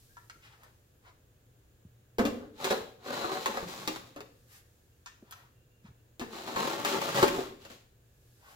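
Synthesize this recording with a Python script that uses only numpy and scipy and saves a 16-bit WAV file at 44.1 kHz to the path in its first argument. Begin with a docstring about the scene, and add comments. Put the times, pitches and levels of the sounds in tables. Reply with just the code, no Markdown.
"""A plastic snow shovel works a porch in two long strokes. First powder sifts and the raised blade clacks.
At 2.2 s the shovel lands, the boards ring, and the edge scrapes through dry snow, catching and knocking.
From 4.5 s thrown powder hisses down, the blade clacks again, boots thud and faint chirps sound far off.
The second stroke runs from 6.2 to 7.7 s; a last throw follows at 8.5 s.
Throughout, the porch echoes the shovel over a faint distant hum."""
import sys
import numpy as np
from scipy import signal
from scipy.fft import rfft, irfft, next_fast_len
from scipy.io import wavfile
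from scipy.ndimage import uniform_filter1d, map_coordinates

SR = 44100
rng = np.random.default_rng(int(sys.argv[2]) if len(sys.argv) > 2 else 0)


def waveform_to_disk(signal):
    """Save audio, clipped to [-1, 1], as 16-bit WAV at the path in sys.argv[1]."""
    frames = np.transpose(np.atleast_2d(signal))
    scaled = np.clip(frames, -1, 1) * 32767
    samples = np.round(scaled).astype(np.int16)
    wavfile.write(sys.argv[1], SR, samples)


N = 377055
TIME = np.arange(N) / SR
TOP_HZ = 15900

# Shoves through the snow: (full force at [s], hold [s], rumble level [dB], grit offset [dB])
EDGE_SHOVES = [(2.39, 0.0528, -60, -18), (2.612, .02, -43, -5), (2.65, 0.061, -33.5, -7),
               (3.07, 0.052, -42, -7.5), (3.132, 0.16, -37, -7.5), (3.319, 0.054, -40, -5),
               (3.412, 0.061, -46.5, 0), (3.469, 0.16, -43, -4.5), (3.685, 0.27, -45.5, -1),
               (4.075, 0.012, -64, 2), (6.335, .11, -47, -3), (6.475, 0.16, -41, -6.5),
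               (6.588, 0.16, -36.5, -4), (6.78, 0.067, -40.5, -5.5), (6.864, 0.089, -32.5, -5),
               (7.02, 0.24, -36, -4), (7.165, 0.075, -29.5, -5), (7.33, 0.08, -41.5, -3.5),
               (7.619, 0.034, -61.5, 1.5), (7.708, 0.015, -61.5, 6.5)]


def scraping():
    """The edge sticks and slips, shaking the blade (mono rumble); crystals break along it (stereo grit)."""
    rumble_gain, grit_gain = np.zeros(N), np.zeros(N)
    for s, hold_s, db, grit_db in EDGE_SHOVES:
        force = amp(db) * shove(s, hold_s)
        rumble_gain = np.maximum(rumble_gain, force)
        grit_gain = np.maximum(grit_gain, amp(grit_db) * force)
    rumble_gain *= amp(0.5 * wobble(20))  # the snow resists unevenly
    judder = wobble(110)  # uneven floor
    catches = unit(slips(per_s=650, spread_db=4))
    rumble = unit(band(tilted_blade(catches * amp(1.6 * judder)), 100, 1700))
    grit = []
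    for _ in range(2):
        crystals = unit(slips(per_s=4000, spread_db=4)) + 0.46 * catches
        grit.append(band(tilted_blade(crystals * amp(0.83 * judder)), 2140, 15030))
    return amp(-0.1) * rumble_gain * rumble, amp(2) * grit_gain * unit(np.array(grit))


def shove(s, hold_s, attack_db_per_s=396.5, sag_db_per_s=21, release_db_per_s=174.5):
    """Gain of one shove: it bites, tires and lets go."""
    t = TIME - s
    attack_db = attack_db_per_s * np.minimum(t, 0)
    sag_db = sag_db_per_s * np.clip(t, 0, hold_s)
    release_db = release_db_per_s * np.maximum(t - hold_s, 0)
    return amp(np.maximum(attack_db - sag_db - release_db, -120))


def slips(per_s, spread_db):
    """Tiny random fractures of uneven but bounded size."""
    size_db = spread_db * np.minimum(rng.standard_normal(N), 2)
    return (rng.random(N) < per_s / SR) * rng.choice([-1, 1], N) * amp(size_db)


# Blade on snow: (frequency [Hz], density [dB])
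BLADE_SPECTRUM = [(29, -56.5), (50, -27), (141, -9), (228, -4), (295, -4.5), (378, -4), (570, -5.5),
                  (630, -8), (760, -4.5), (955, -8), (1090, -5), (1770, -9.5), (4100, -12.5), (8650, -27.5),
                  (15800, -22.5)]
# Resonances of blade and floor: (frequency [Hz], width [Hz], gain [dB])
BLADE_MODES = [(236.3, 53, 3), (386, 24, 4), (455, 16, 5), (559, 37, 6), (879, 53, 5), (1075, 29, 4.5),
               (3910, 140, 0), (7220, 2000, 7)]
# Blade tilts: (time [s], bass gain [dB], hollow ring [Hz], edge ring [Hz], edge gain [dB])
BLADE_TILTS = [(2.299, -4, 735, 3800, 6), (3.3, -4, 780, 4073, 7.5), (3.75, -1, 1200, 2834, -5),
               (6.5, -2, 800, 4070, 5), (6.899, -1.5, 1080, 2960, 2), (7.24, -2.5, 700, 3400, 1)]


def tilted_blade(force):
    """A force drives the blade, whose resonances shift with tilt and load."""
    out, tilt_s = np.zeros(N), [row[0] for row in BLADE_TILTS]
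    for share, (_, bass_db, hollow_hz, edge_hz, edge_db) in zip(np.eye(len(tilt_s)), BLADE_TILTS):
        peaks = [(190, 200, bass_db), (hollow_hz, 72, 2.5), (edge_hz, 420, edge_db)]
        blade = body(BLADE_SPECTRUM, BLADE_MODES + peaks, size=8192)
        out += through(force * np.interp(TIME, tilt_s, share), blade)
    return out


# Edge landing or catching: (time [s], boom [dB], ring [dB], crack [dB], ring t60 [s], boom pitch [Hz])
EDGE_KNOCKS = [(2.184, -22.5, -35, -38, .03, 440.4), (2.193, -17.5, -28, -37.5, 0.14, 238),
               (2.253, -23.5, -34, -35.5, .14, 297), (2.644, -37, -49, -31.5, 0.098, 517),
               (2.708, -22.5, -30, -34, 0.1, 456), (3.243, -32, -32.5, -49.5, 0.057, 333),
               (3.459, -29, -24, -32, .09, 552), (3.572, -36, -28, -41.5, 0.044, 550),
               (3.627, -33, -52, -56, 0.053, 173), (3.876, -27.5, -34, -29.5, 0.053, 324),
               (3.96, -53, -38.5, -44, .019, 450), (4.162, -39, -46, -52.5, 0.12, 295),
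               (4.206, -39.5, -45.5, -47.5, 0.031, 431), (6.196, -38, -46.5, -43, 0.32, 351),
               (6.213, -32, -37, -49, .097, 223), (6.561, -30.5, -29.5, -39.5, .14, 242),
               (6.849, -33.5, -28.5, -31, 0.14, 554), (6.925, -35, -37.5, -38.5, .05, 385),
               (7.017, -39.5, -30.5, -40, 0.063, 453), (7.151, -29, -38.5, -39, .07, 453),
               (7.174, -36, -27, -39.5, .05, 387), (7.228, -13.5, -17.5, -27, .066, 391),
               (7.28, -31, -46.5, -33, .03, 244), (7.382, -25.5, -37, -54, .05, 377),
               (7.651, -54, -51, -52, 0.071, 563), (7.701, -50, -50.5, -55, 0.12, 246)]


def knocks(shaft_hz=2754, shaft_t60_s=0.16, scoop_t60_s=0.12):
    """Each catch booms in the floor, rings blade, shaft and scoop, and cracks the crust."""
    out, t = np.zeros(N), TIME[:SR // 2]
    tilt_s, _, hollow_hz, _, _ = np.transpose(BLADE_TILTS)
    shaft = np.sin(2 * np.pi * shaft_hz * t) * amp(-60 * t / shaft_t60_s)
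    for s, boom_db, ring_db, crack_db, t60_s, boom_hz in EDGE_KNOCKS:
        ring_hz = np.interp(s, tilt_s, hollow_hz)
        contact_modes = [(boom_hz, 64, 4), (ring_hz, 64, 4)]  # favoured by the struck spot
        blade = body(BLADE_SPECTRUM, BLADE_MODES + contact_modes, size=8192)
        bass_hz = np.clip(390 - 1900 * t60_s, 70, 0.7 * boom_hz)  # longer contact reaches deeper
        boom = crest(band(through(blow(1.4 * t60_s, snap=0.71), blade), bass_hz, 663))
        ring = crest(band(through(blow(t60_s, snap=0.5), blade), 534, 2000))
        crack = crest(band(through(blow(t60_s, snap=0.86), blade), 2000, 15800))
        scoop = np.sin(2 * np.pi * boom_hz * t) * amp(-60 * t / scoop_t60_s)
        add(out, s, amp(boom_db - 5) * boom + amp(ring_db) * ring + amp(crack_db + 1) * crack)
        add(out, s, amp(crack_db - 11.5) * shaft + amp(boom_db - 2.5) * scoop)
    return out


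def blow(t60_s, snap, size=16384):
    """Force of a contact: one sharp push, then crumbling that dies away."""
    force = rng.standard_normal(size) * amp(-60 * TIME[:size] / t60_s)
    force[0] += snap * np.linalg.norm(force)
    return force


# Floor board resonances: (frequency [Hz], relative level [dB], t60 [s])
BOARD_MODES = [(226, -6, 0.37), (284.6, -3, 0.71), (436, -4.5, 0.77), (505, -1, 0.53)]


def boards(drop_s=2.2, rise_s=0.033):
    """The floor rings on unsteadily under the dropped shovel."""
    t = np.maximum(TIME - drop_s, 0)
    ring = sum(amp(db - 60 * t / t60_s) * np.sin(2 * np.pi * hz * t + 2.2 * wobble(45))
               for hz, db, t60_s in BOARD_MODES)
    return amp(-32) * (1 - np.exp(-t / rise_s)) * ring


# Raised blade: (frequency [Hz], density [dB])
RAISED_SPECTRUM = [(300, -2), (800, -7.5), (1500, -5), (4000, -29), (9000, -27.5), (15500, -18.5)]
# Its resonances: (frequency [Hz], width [Hz], gain [dB])
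RAISED_MODES = [(934, 70, 4), (1330, 140, 11), (1855, 270, 3)]
# Its clacks: (time [s], level [dB], crack offset [dB], snap offset [dB], t60 [s], ring pitch [Hz])
BLADE_CLACKS = [(0.169, -42.5, -13.5, -32, 0.075, 980), (0.298, -40, -3, -29, .055, 1314),
                (0.634, -49.5, -7.5, -10, 0.072, 1110), (5.06, -42, 1, -14, 0.04, 1420),
                (5.072, -52, 5.5, -14, .14, 1820), (5.31, -51.5, 4, 6, 0.045, 1250),
                (5.324, -40, -2, -23, 0.048, 1090)]


def clacks(after_hz=1880, after_t60_s=0.51):
    """The raised blade rattles on its shaft, higher and thinner, leaving a faint after-ring."""
    out, t = np.zeros(N), TIME[:SR // 2]
    for s, db, crack_db, snap_db, t60_s, hz in BLADE_CLACKS:
        blade = body(RAISED_SPECTRUM, RAISED_MODES + [(hz, 130, 9)])
        hit = through(blow(t60_s, snap=0.79), blade)
        ring = crest(band(hit, 780, 2100))
        crack = amp(crack_db) * crest(band(hit, 3050, 7100))
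        snap = amp(snap_db + 2) * crest(band(hit, 7700, 14000))
        after_ring = np.sin(2 * np.pi * after_hz * t + 1.3 * wobble(62)[:len(t)])
        add(out, s, amp(db - 5.5) * (ring + crack + snap))
        add(out, s, amp(db - 28 - 60 * t / after_t60_s) * after_ring)
    return out


# Boots on the floor: (time [s], level [dB], pitch [Hz])
BOOT_STEPS = [(0.355, -67, 348), (1.849, -52, 158), (5.224, -54.5, 333), (5.842, -53, 145),
              (5.885, -55, 149)]


def steps():
    """A soft heel gives one low push of a few cycles."""
    out = np.zeros(N)
    for s, db, hz in BOOT_STEPS:
        thud = band(blow(t60_s=0.075, snap=0.29), 0.5 * hz, 1.33 * hz)
        add(out, s, amp(db + 5.5) * crest(thud))
    return out


# Swings of coat and shovel: (time [s], level [dB], half length [s], pitch [Hz])
SWINGS = [(0.454, -58.5, 0.023, 2610), (0.531, -62.5, 0.025, 1780), (0.643, -63.5, 0.04, 1080),
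          (1.075, -60.5, 0.025, 1290), (4.547, -64, 0.038, 2140), (5.362, -62.5, 0.065, 1340),
          (5.866, -62, 0.017, 1480), (8.493, -59.5, 0.048, 1340)]


def swishes():
    """Cloth and sliding snow swell and fade with each swing."""
    out = np.zeros(N)
    for s, db, half_s, hz in SWINGS:
        rub = band(rng.standard_normal(N), 0.5 * hz, 1.11 * hz, order=1)
        out += amp(db) * swell(s, half_s) * unit(band(rub, 470, 7800, order=2))
    return out


# Squeak contour: (time [s], pitch [Hz], level [dB])
SQUEAK_PATH = [(.09, 1560, -80), (.11, 1604, -62.5), (.15, 1660, -81), (.18, 1726, -51.5), (.22, 1760, -96)]


def squeak():
    """One thin, rising, unsteady tone."""
    s, hz, db = np.transpose(SQUEAK_PATH)
    pitch_hz = np.interp(TIME, s, hz) * (1 + 0.0077 * wobble(144))
    gain = amp(np.interp(TIME, s, db)) * (TIME >= s[0]) * (TIME <= s[-1])
    return gain * np.sin(2 * np.pi * np.cumsum(pitch_hz) / SR)


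# Throws of snow: (time [s], spray level [dB], sifting level [dB])
SNOW_THROWS = [(0, -94, -70.5), (4.554, -64, -77), (8.52, -72.5, -73.5)]


def powder(spray_half_s=0.033, cloud_rise_s=0.28, settle_db_per_s=15):
    """Each throw sprays off the blade and leaves a cloud that sifts down ever more faintly."""
    gain = np.zeros(N)
    for s, spray_db, sift_db in SNOW_THROWS:
        cloud = np.where(TIME < s, swell(s, cloud_rise_s), amp(-settle_db_per_s * (TIME - s)))
        gain += amp(spray_db) * swell(s, spray_half_s) + amp(sift_db) * cloud
    dust = hiss(11000, 14000, order=1)
    flakes = hiss(3000, 9000, order=1)
    return gain * (dust + 1.4 * flakes)


# Porch decay: (frequency [Hz], t60 [s])
PORCH_DECAY = [(100, 0.96), (250, 0.48), (480, 0.57), (900, 0.43), (3000, 0.51), (8000, 0.45), (15000, 0.5)]


def porch(point, wide, walls_db=-1.5, tail_db=-5, walls_t60_s=0.054, left_lag_s=0.00022):
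    """A point source echoes off close walls; it and a wide stereo source feed a longer tail."""
    size = next_fast_len(N + SR)
    lag = np.exp(-2j * np.pi * np.fft.rfftfreq(size, 1 / SR) * left_lag_s)
    left = irfft(rfft(point, size) * lag, size)[:N]
    walls = echoes(point, lambda hz: np.full(len(hz), walls_t60_s), rise_s=0.0039, size=4096, count=140)
    tail = echoes(point + 0.79 * wide[0], lambda hz: along(PORCH_DECAY, hz),
                  rise_s=0.011, size=32768, count=40)
    return np.array([left, point]) + wide + amp(walls_db) * walls + amp(tail_db) * tail


def echoes(x, t60_at, rise_s, size, count):
    """Diffuse reflections, renewed count times as the shovel moves; t60_at(hz) sets their decay."""
    hop = N // count
    padded, wet = np.pad(x, (hop, 2 * hop)), np.zeros((2, N + hop))
    onset = 1 - np.exp(-TIME[:size] / rise_s)
    window = np.sin(np.pi * np.arange(2 * hop) / (2 * hop))
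    for start in range(0, N + hop, hop):
        hz, s, spectra = signal.stft(diffuse(size), SR, nperseg=256)
        decay = amp(-60 * s / t60_at(hz)[:, None])
        tail = signal.istft(spectra * decay, SR, nperseg=256)[1][:, :size] * onset
        piece = padded[start:start + 2 * hop] * window
        add(wet, start / SR, signal.fftconvolve(piece[None], tail / np.linalg.norm(tail[0]), axes=1))
    return wet[:, hop:]


# Porch balance: (frequency [Hz], left over right [dB])
BALANCE = [(150, -0.3), (500, 2.5), (1000, 2), (8000, 1.7)]


def leftward(x):
    """The porch favours the left, most in the low middle."""
    size = next_fast_len(N + SR // 2)
    db = along(BALANCE, np.fft.rfftfreq(size, 1 / SR))
    return irfft(rfft(x, size) * amp([db / 2, -db / 2]), size)[:, :N]


# Quiet yard: (frequency [Hz], density [dB])
YARD_SPECTRUM = [(12, -46), (20, -17.5), (85, -8.5), (119, -8.5), (172, -20), (345, -21.5), (482, -24),
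                 (969, -33), (1690, -31.5), (2000, -37), (2800, -37), (3500, -37), (7030, -46),
                 (15800, -37)]
# Its peaks: (frequency [Hz], width [Hz], gain [dB])
YARD_PEAKS = [(116.6, 8, 7), (483, 86, 4.5), (2650, 270, 2.5), (6960, 1500, 11)]


def yard(hum_hz=119, whine_hz=1700, chirp_hz=2770):
    """A distant hum, a thin whine and faint chirps, smeared by distance, in still air."""
    colour = body(YARD_SPECTRUM, YARD_PEAKS)
    air = unit(np.array([through(side, colour) for side in diffuse(N)])) * amp(0.29 * wobble(2.8))
    hum = np.sin(2 * np.pi * hum_hz * TIME + 0.63 * wobble(8.7)) * amp(1.6 * wobble(11))
    whine = hiss(whine_hz - 35, whine_hz + 35, order=2) * amp(2.5 * wobble(4))
    chirp_gain = sum(swell(s, half_s=0.02) for s in (4.93, 5.57, 5.615, 5.725, 5.765, 5.805, 6.0))
    chirps = chirp_gain * hiss(chirp_hz - 45, chirp_hz + 45, order=2)
    return amp(-63.5) * air + amp(-70) * hum + amp(-91.5) * whine + amp(-82) * chirps


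def diffuse(size, gap_m=0.21):
    """Noise from all sides: two spaced microphones agree only in the bass."""
    hz = np.fft.rfftfreq(size, 1 / SR)
    coherence = 0.98 * np.sinc(2 * hz * gap_m / 343)
    angle = np.arccos(coherence) / 2
    mid, side = rfft(rng.standard_normal((2, size))) * [np.cos(angle), np.sin(angle)]
    return irfft([mid + side, mid - side], size)


def body(spectrum, peaks, size=16384):
    """Minimum-phase response of a spectrum with peaks (frequency [Hz], width [Hz], gain [dB])."""
    hz = np.fft.rfftfreq(size, 1 / SR)
    peaks_db = sum(db / (1 + (2 * (hz - peak_hz) / width_hz) ** 2) for peak_hz, width_hz, db in peaks)
    cepstrum = irfft(np.log(amp(along(spectrum, hz) + peaks_db) + 1e-6))
    cepstrum[1:size // 2] *= 2
    cepstrum[size // 2 + 1:] = 0
    return irfft(np.exp(rfft(cepstrum)))[:size // 2]


def through(x, response):
    """x played through an impulse response."""
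    return signal.oaconvolve(x, response)[:len(x)]


def band(x, lo_hz, hi_hz, order=3):
    """Causal band-pass."""
    sos = signal.butter(order, [lo_hz, min(hi_hz, TOP_HZ)], "band", fs=SR, output="sos")
    return signal.sosfilt(sos, x)


def hiss(lo_hz, hi_hz, order):
    """Stereo band noise at rms 1."""
    return unit(band(rng.standard_normal((2, N)), lo_hz, hi_hz, order))


def wobble(per_s):
    """Smooth random curve, per_s knots a second."""
    return map_coordinates(rng.standard_normal(int(N * per_s / SR) + 4), [TIME * per_s])


def swell(s, half_s):
    """Bell-shaped gain around time s."""
    return np.exp(-((TIME - s) / half_s) ** 2 / 2)


def along(points, hz):
    """Interpolate (frequency [Hz], value) points on a log axis."""
    point_hz, values = np.transpose(points)
    return np.interp(np.log(hz + 1), np.log(point_hz), values)


def add(track, s, sound):
    """Mix a sound into a track at time s."""
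    room = track[..., max(round(s * SR), 0):][..., :sound.shape[-1]]
    room += sound[..., :room.shape[-1]]


def amp(db):
    """Decibels to gain."""
    return 10 ** (np.asarray(db) / 20)


def unit(x):
    """x at rms 1."""
    return x / np.sqrt(np.mean(x ** 2) + 1e-20)


def crest(x):
    """x with its loudest 4 ms at rms 1."""
    return x / np.sqrt(uniform_filter1d(x ** 2, 176, mode="constant").max() + 1e-20)


def scene():
    """Shovelling on the porch, a little louder on the left, in the quiet yard."""
    rumble, grit = scraping()
    work = rumble + knocks() + boards() + clacks() + swishes() + squeak()
    return leftward(porch(work, grit)) + steps() + powder() + yard()


def record(dry):
    """Brick-wall low-pass at TOP_HZ."""
    size = next_fast_len(N + SR // 2)
    passband = np.fft.rfftfreq(size, 1 / SR) < TOP_HZ
    return irfft(rfft(dry, size) * passband, size)[:, :N]


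dry = scene()
out = record(dry)
waveform_to_disk(out)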